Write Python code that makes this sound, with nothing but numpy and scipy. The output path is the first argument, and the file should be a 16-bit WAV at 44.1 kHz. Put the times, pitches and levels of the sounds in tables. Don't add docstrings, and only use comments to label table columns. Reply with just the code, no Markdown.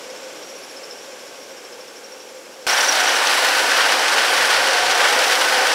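import sys
import numpy as np
from scipy import signal
from scipy.fft import rfft, irfft, next_fast_len
from scipy.io import wavfile
from scipy.ndimage import map_coordinates

SR = 44100
rng = np.random.default_rng(int(sys.argv[2]) if len(sys.argv) > 2 else 0)


def wav_out(sig):
    wavfile.write(sys.argv[1], SR, np.round(np.clip(np.atleast_2d(sig).T, -1, 1) * 32767).astype(np.int16))


N = 253134
TIME = np.arange(N) / SR
CLOSE_FROM_S = 2.667

def amp(db):
    return 10 ** (np.asarray(db) / 20)

def unit(x):
    return x / np.sqrt(np.mean(x ** 2) + 1e-20)

def curve(rows):
    return np.interp(TIME, *np.transpose(rows))

def wobble(rate):
    coarse = np.arange(0, N + 32, 32)
    knots = rng.standard_normal(int(N * rate / SR) + 4)
    return np.interp(np.arange(N), coarse, map_coordinates(knots, [coarse * rate / SR]))

def white():
    return rng.standard_normal(N)

def grit(rate, spread_db):
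    contacts = (rng.random(N) < rate / SR) * np.sign(white())
    return unit(contacts * amp(spread_db * np.clip(white(), -2, 2)))

def filtered(x, response):
    size = next_fast_len(N + SR // 2)
    return irfft(rfft(x, size) * response(np.fft.rfftfreq(size, 1 / SR)), size)[..., :N]

def coloured(x, spectrum):
    points_hz, db = np.transpose(spectrum)
    return unit(filtered(x, lambda hz: amp(np.interp(np.log(hz + 1), np.log(points_hz), db))))

def treble_shelf(x, gain_db, corner_hz):
    treble = filtered(x, lambda hz: hz ** 8 / (hz ** 8 + corner_hz ** 8))
    return x + (amp(gain_db) - 1) * treble

def resonance(f, centre, width):
    return 1j * f * width / (centre ** 2 - f ** 2 + 1j * f * width)

def modal_noise(modes):
    def body(f):
        return sum(amp(db) * resonance(f, hz, width) * resonance(f, hz, hz) for hz, width, db in modes)
    return unit(filtered(white(), body))

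# peak time in seconds, Gaussian width in seconds, level in dB.
AIR_PUFFS = [(4.13, 0.032, -56), (4.437, 0.044, -49), (4.58, 0.022, -49), (4.86, 0.045, -49)]
def breeze():
    puffs = sum(amp(db) * np.exp(-.5 * ((TIME - s) / width) ** 2) for s, width, db in AIR_PUFFS)
    air = coloured(white(), [(20, -22), (50, -25), (110, -2), (160, -3), (300, -13), (1000, -70)])
    return (amp(-78.5) + puffs) * air

# frequency in Hz, relative spectral level in dB.
DECK_SPECTRUM = [(40, -60), (100, -47), (170, -32.5), (260, -8), (420, -5), (600, 3), (950, 3.5),
                 (1400, -20.5), (3000, -40)]
# frequency in Hz, bandwidth in Hz, relative level in dB.
BRIDGE_MODES = [(530.6, 58, 4), (754, 125, 2.5), (870, 61, -11)]
def bridge_deck(growth_db_per_s=1.76):
    rumble = amp(-26.5) * coloured(grit(rate=6000, spread_db=2.5), DECK_SPECTRUM)
    resonance_db = -30 + growth_db_per_s * (TIME - CLOSE_FROM_S)
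    return rumble + amp(resonance_db + 1.3 * wobble(18)) * modal_noise(BRIDGE_MODES)

# start in seconds, relative level in dB.
KNOCKS = [(2.806, -2), (2.8818, -8), (3.0914, -3), (3.2704, 1.5), (3.4664, -5), (3.5934, -4), (4.4544, -4),
          (4.91, -1), (5.189, 0), (5.2792, -3), (5.3514, -0.5)]
def clicks(t60=0.052, attack_s=0.00055, level_db=-15):
    blows, t = np.zeros(N + SR), np.arange(SR // 10) / SR
    attack = 1 - np.exp(-t / attack_s)
    for start, db in KNOCKS:
        blows[round(start * SR):][:len(t)] += amp(db + level_db - 60 * t / t60) * attack
    metal = coloured(white(), [(400, -40), (1400, -3), (3200, 9), (5500, 9), (9000, -9), (15000, -20)])
    return blows[:N] * metal

# peak time in seconds, Gaussian width in seconds, frequency in Hz, relative level in dB.
BRIEF_TONES = [(0.66, .1, 11190, -50), (2.785, 0.0054, 3090, -17), (2.894, 0.0095, 5690, -17.5),
               (3.003, 0.074, 747, -24), (3.094, 0.0058, 3330, -15), (3.25, 0.29, 7640, -35),
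               (3.36, .08, 10940, -37.5), (3.38, .1, 15180, -47), (4.34, 0.13, 9250, -35),
               (4.794, 0.12, 745, -21.5)]
def brief_tones(level_db=-1):
    out = np.zeros(N)
    flutter = (wobble(95) + 1j * wobble(95)) / np.sqrt(2)
    for peak, width, hz, db in BRIEF_TONES:
        same_view = (TIME > CLOSE_FROM_S) == (peak > CLOSE_FROM_S)
        on = (abs(TIME - peak) < 3 * width) & same_view
        swell = amp(db + level_db) * np.exp(-.5 * ((TIME[on] - peak) / width) ** 2)
        out[on] += swell * np.real(flutter[on] * np.exp(2j * np.pi * hz * TIME[on]))
    return out

# frequency in Hz, bandwidth in Hz, relative level in dB.
FAR_STEEL_MODES = [(5660, 110, 6.5), (7070, 55, -2), (7580, 70, 1), (10170, 80, -13), (10800, 90, -8),
                   (11190, 70, -6.5), (12260, 90, -14), (13930, 80, -17), (14850, 140, -18)]
NEAR_STEEL_MODES = [(5720, 150, 2), (7545, 85, 0), (8320, 70, -4), (9308, 50, -3), (9965, 70, -3),
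                    (10922, 70, -5), (11900, 70, -11), (12692, 60, -11), (13605, 110, -12),
                    (15150, 200, -12)]
def wheel_ring(modes, swell_db):
    ring = np.zeros(N)
    for hz, width, db in modes:
        ring += amp(db + swell_db * np.tanh(wobble(6))) * modal_noise([(hz, width, 0)])
    return unit(ring)

def rattle(rate, decay_s, depth):
    jolts = (rng.random(N) < rate / SR) * rng.random(N)
    shake = signal.lfilter([1], [1, -np.exp(-1 / (decay_s * SR))], jolts)
    return unit(1 + depth * shake)

# time in seconds, relative level in dB.
CLATTER_LEVELS = [(2.67, -15.9), (3.0, -16.5), (3.27, -15), (3.5, -15), (3.64, -17.0), (3.85, -14),
                  (4.0, -15.6), (4.5, -15), (4.92, -16.5), (5.03, -13.5), (5.15, -15.5), (5.74, -16.5)]
# frequency in Hz, relative spectral level in dB.
WHEEL_SPECTRUM = [(300, -63), (800, -12), (1100, -2), (1900, -1), (2350, -3.5), (3100, -3), (3800, -8),
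                  (5000, -13), (9000, -40)]
# frequency in Hz, bandwidth in Hz, relative level in dB.
ENGINE_FRAME_MODES = [(1525, 110, 0), (1720, 150, -9), (2184, 45, -10.5)]
def wheels_and_frames():
    clatter_db = curve(CLATTER_LEVELS)
    wheel_gain = amp(clatter_db - 4 + 0.31 * wobble(25))
    wheels = wheel_gain * coloured(grit(rate=7000, spread_db=2.5), WHEEL_SPECTRUM)
    frames = amp(clatter_db - 8.5 + 0.5 * wobble(20)) * modal_noise(ENGINE_FRAME_MODES)
    return wheels + frames

# frequency in Hz, relative spectral level in dB.
BURNER_SPECTRUM = [(30, -56), (60, -41), (100, -23.5), (180, -16.5), (270, -7), (400, -3), (650, -8),
                   (850, -5.5), (1300, -16.5), (2500, -28), (6000, -60)]
# frequency in Hz, bandwidth in Hz, relative level in dB.
FLUE_MODE = [(517, 48, 0)]
def burner(fade_db_per_s=1.47):
    roar = amp(-2.3) * coloured(white(), BURNER_SPECTRUM)
    drone = amp(.6 * wobble(22)) * modal_noise(FLUE_MODE)
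    return amp(-40 - fade_db_per_s * TIME) * (roar + drone)

FAR_PACE = (0.0377, 0.06324, 0.000602)
NEAR_PACE = (2.6945, 0.0382, 0.00005)
def stroke_times(first, interval, growth):
    stroke = np.arange(90)
    return first + interval * stroke + growth * stroke ** 2 / 2

def throb(pace, depth_db):
    times = stroke_times(*pace)
    cycles = np.interp(TIME, times, np.arange(len(times)))
    return amp(depth_db * np.cos(2 * np.pi * cycles))

# frequency in Hz, relative spectral level in dB.
FAR_HISS_SPECTRUM = [(300, -35), (900, -21), (1100, 2), (1300, -2.5), (1550, 3.5), (1850, -2.5),
                     (2200, 0.5), (3300, -1.5), (3900, -5), (5600, -2), (7500, -7.5), (9300, -13),
                     (12300, -15.5), (15700, -26)]
def far_steam_and_ring(fade_db_per_s=1.8, treble_lift_db_per_s=1):
    hiss = amp(6) * throb(FAR_PACE, depth_db=0.3) * coloured(white(), FAR_HISS_SPECTRUM)
    ring = amp(-3.5) * wheel_ring(FAR_STEEL_MODES, swell_db=4)
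    treble_db = treble_lift_db_per_s * (TIME - CLOSE_FROM_S / 2)
    return amp(-45 - fade_db_per_s * TIME) * treble_shelf(hiss + ring, treble_db, corner_hz=9000)

# frequency in Hz, relative spectral level in dB.
NEAR_HISS_SPECTRUM = [(1500, -53), (3300, -8.5), (4300, 1), (5100, 1), (5750, 1), (6500, -5), (8300, -7),
                      (9000, -8.5), (10500, -10), (12500, -16), (14300, -21), (15700, -23)]
# time in seconds, relative level in dB.
TREBLE_LEVELS = [(2.67, -33), (3.15, -36), (3.45, -33.5), (3.6, -33.5), (4.08, -37.5), (4.35, -34),
                 (4.8, -38), (5.35, -33), (5.6, -36)]
def near_steam_and_ring(clatter_share=0.22):
    swing_db = curve(CLATTER_LEVELS) - np.mean(CLATTER_LEVELS, axis=0)[1]
    treble_db = curve(TREBLE_LEVELS) - np.mean(TREBLE_LEVELS, axis=0)[1]
    excitation = white() + 0.77 * grit(rate=2200, spread_db=0)
    hiss = throb(NEAR_PACE, depth_db=0.34) * coloured(excitation, NEAR_HISS_SPECTRUM)
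    ring = amp(-13.5) * wheel_ring(NEAR_STEEL_MODES, swell_db=7)
    return amp(-24.5 + clatter_share * swing_db) * treble_shelf(hiss + ring, treble_db, corner_hz=9800)

# time in seconds, level in dB.
FAR_SPIT_LEVELS = [(0, -43), (0.45, -44.5), (0.65, -40.5), (0.86, -38.5), (1.05, -45.5), (1.5, -45),
                   (2.1, -40.5), (2.22, -48), (2.66, -52)]
NEAR_SPIT_LEVELS = [(2.69, -20), (2.9, -21), (3.02, -26), (3.2, -29)]
def chimney(pace, levels, pitch_hz, spread_hz, rise_s, fall_s):
    out, t = np.zeros(N + SR), np.arange(4096) / SR - .03
    f = np.fft.rfftfreq(len(t), 1 / SR)
    envelope = np.exp(-.5 * (t / np.where(t < 0, rise_s, fall_s)) ** 2)
    when, level_db = np.transpose(levels)
    times = stroke_times(*pace)
    for peak in times[times < when[-1]]:
        hz = rng.normal(pitch_hz, 105)
        db = rng.normal(np.interp(peak, when, level_db), 1)
        band = np.exp(-.5 * ((f - hz) / spread_hz) ** 2)
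        whistle = unit(irfft(rfft(rng.standard_normal(len(t))) * band))
        start = max(round((peak + t[0]) * SR), 0)
        out[start:][:len(t)] += amp(db) * envelope * whistle
    return out[:N]

def scene():
    near = breeze() + bridge_deck() + clicks()
    near += rattle(rate=80, decay_s=.007, depth=.45) * (wheels_and_frames() + near_steam_and_ring())
    near += chimney(NEAR_PACE, NEAR_SPIT_LEVELS, pitch_hz=5780, spread_hz=360, rise_s=.0035, fall_s=.0072)
    far = burner() + far_steam_and_ring()
    far += chimney(FAR_PACE, FAR_SPIT_LEVELS, pitch_hz=5410, spread_hz=210, rise_s=.0055, fall_s=.016)
    mono = np.where(TIME > CLOSE_FROM_S, near, far) + brief_tones()
    return np.array([mono, mono])

def record(dry):
    rounded = dry / (1 + abs(dry / .75) ** 8) ** (1 / 8)
    thin = filtered(rounded, lambda hz: (hz / np.hypot(hz, 45)) ** 2)
    return filtered(thin, lambda hz: hz < 15750)

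dry = scene()
out = record(dry)
wav_out(out)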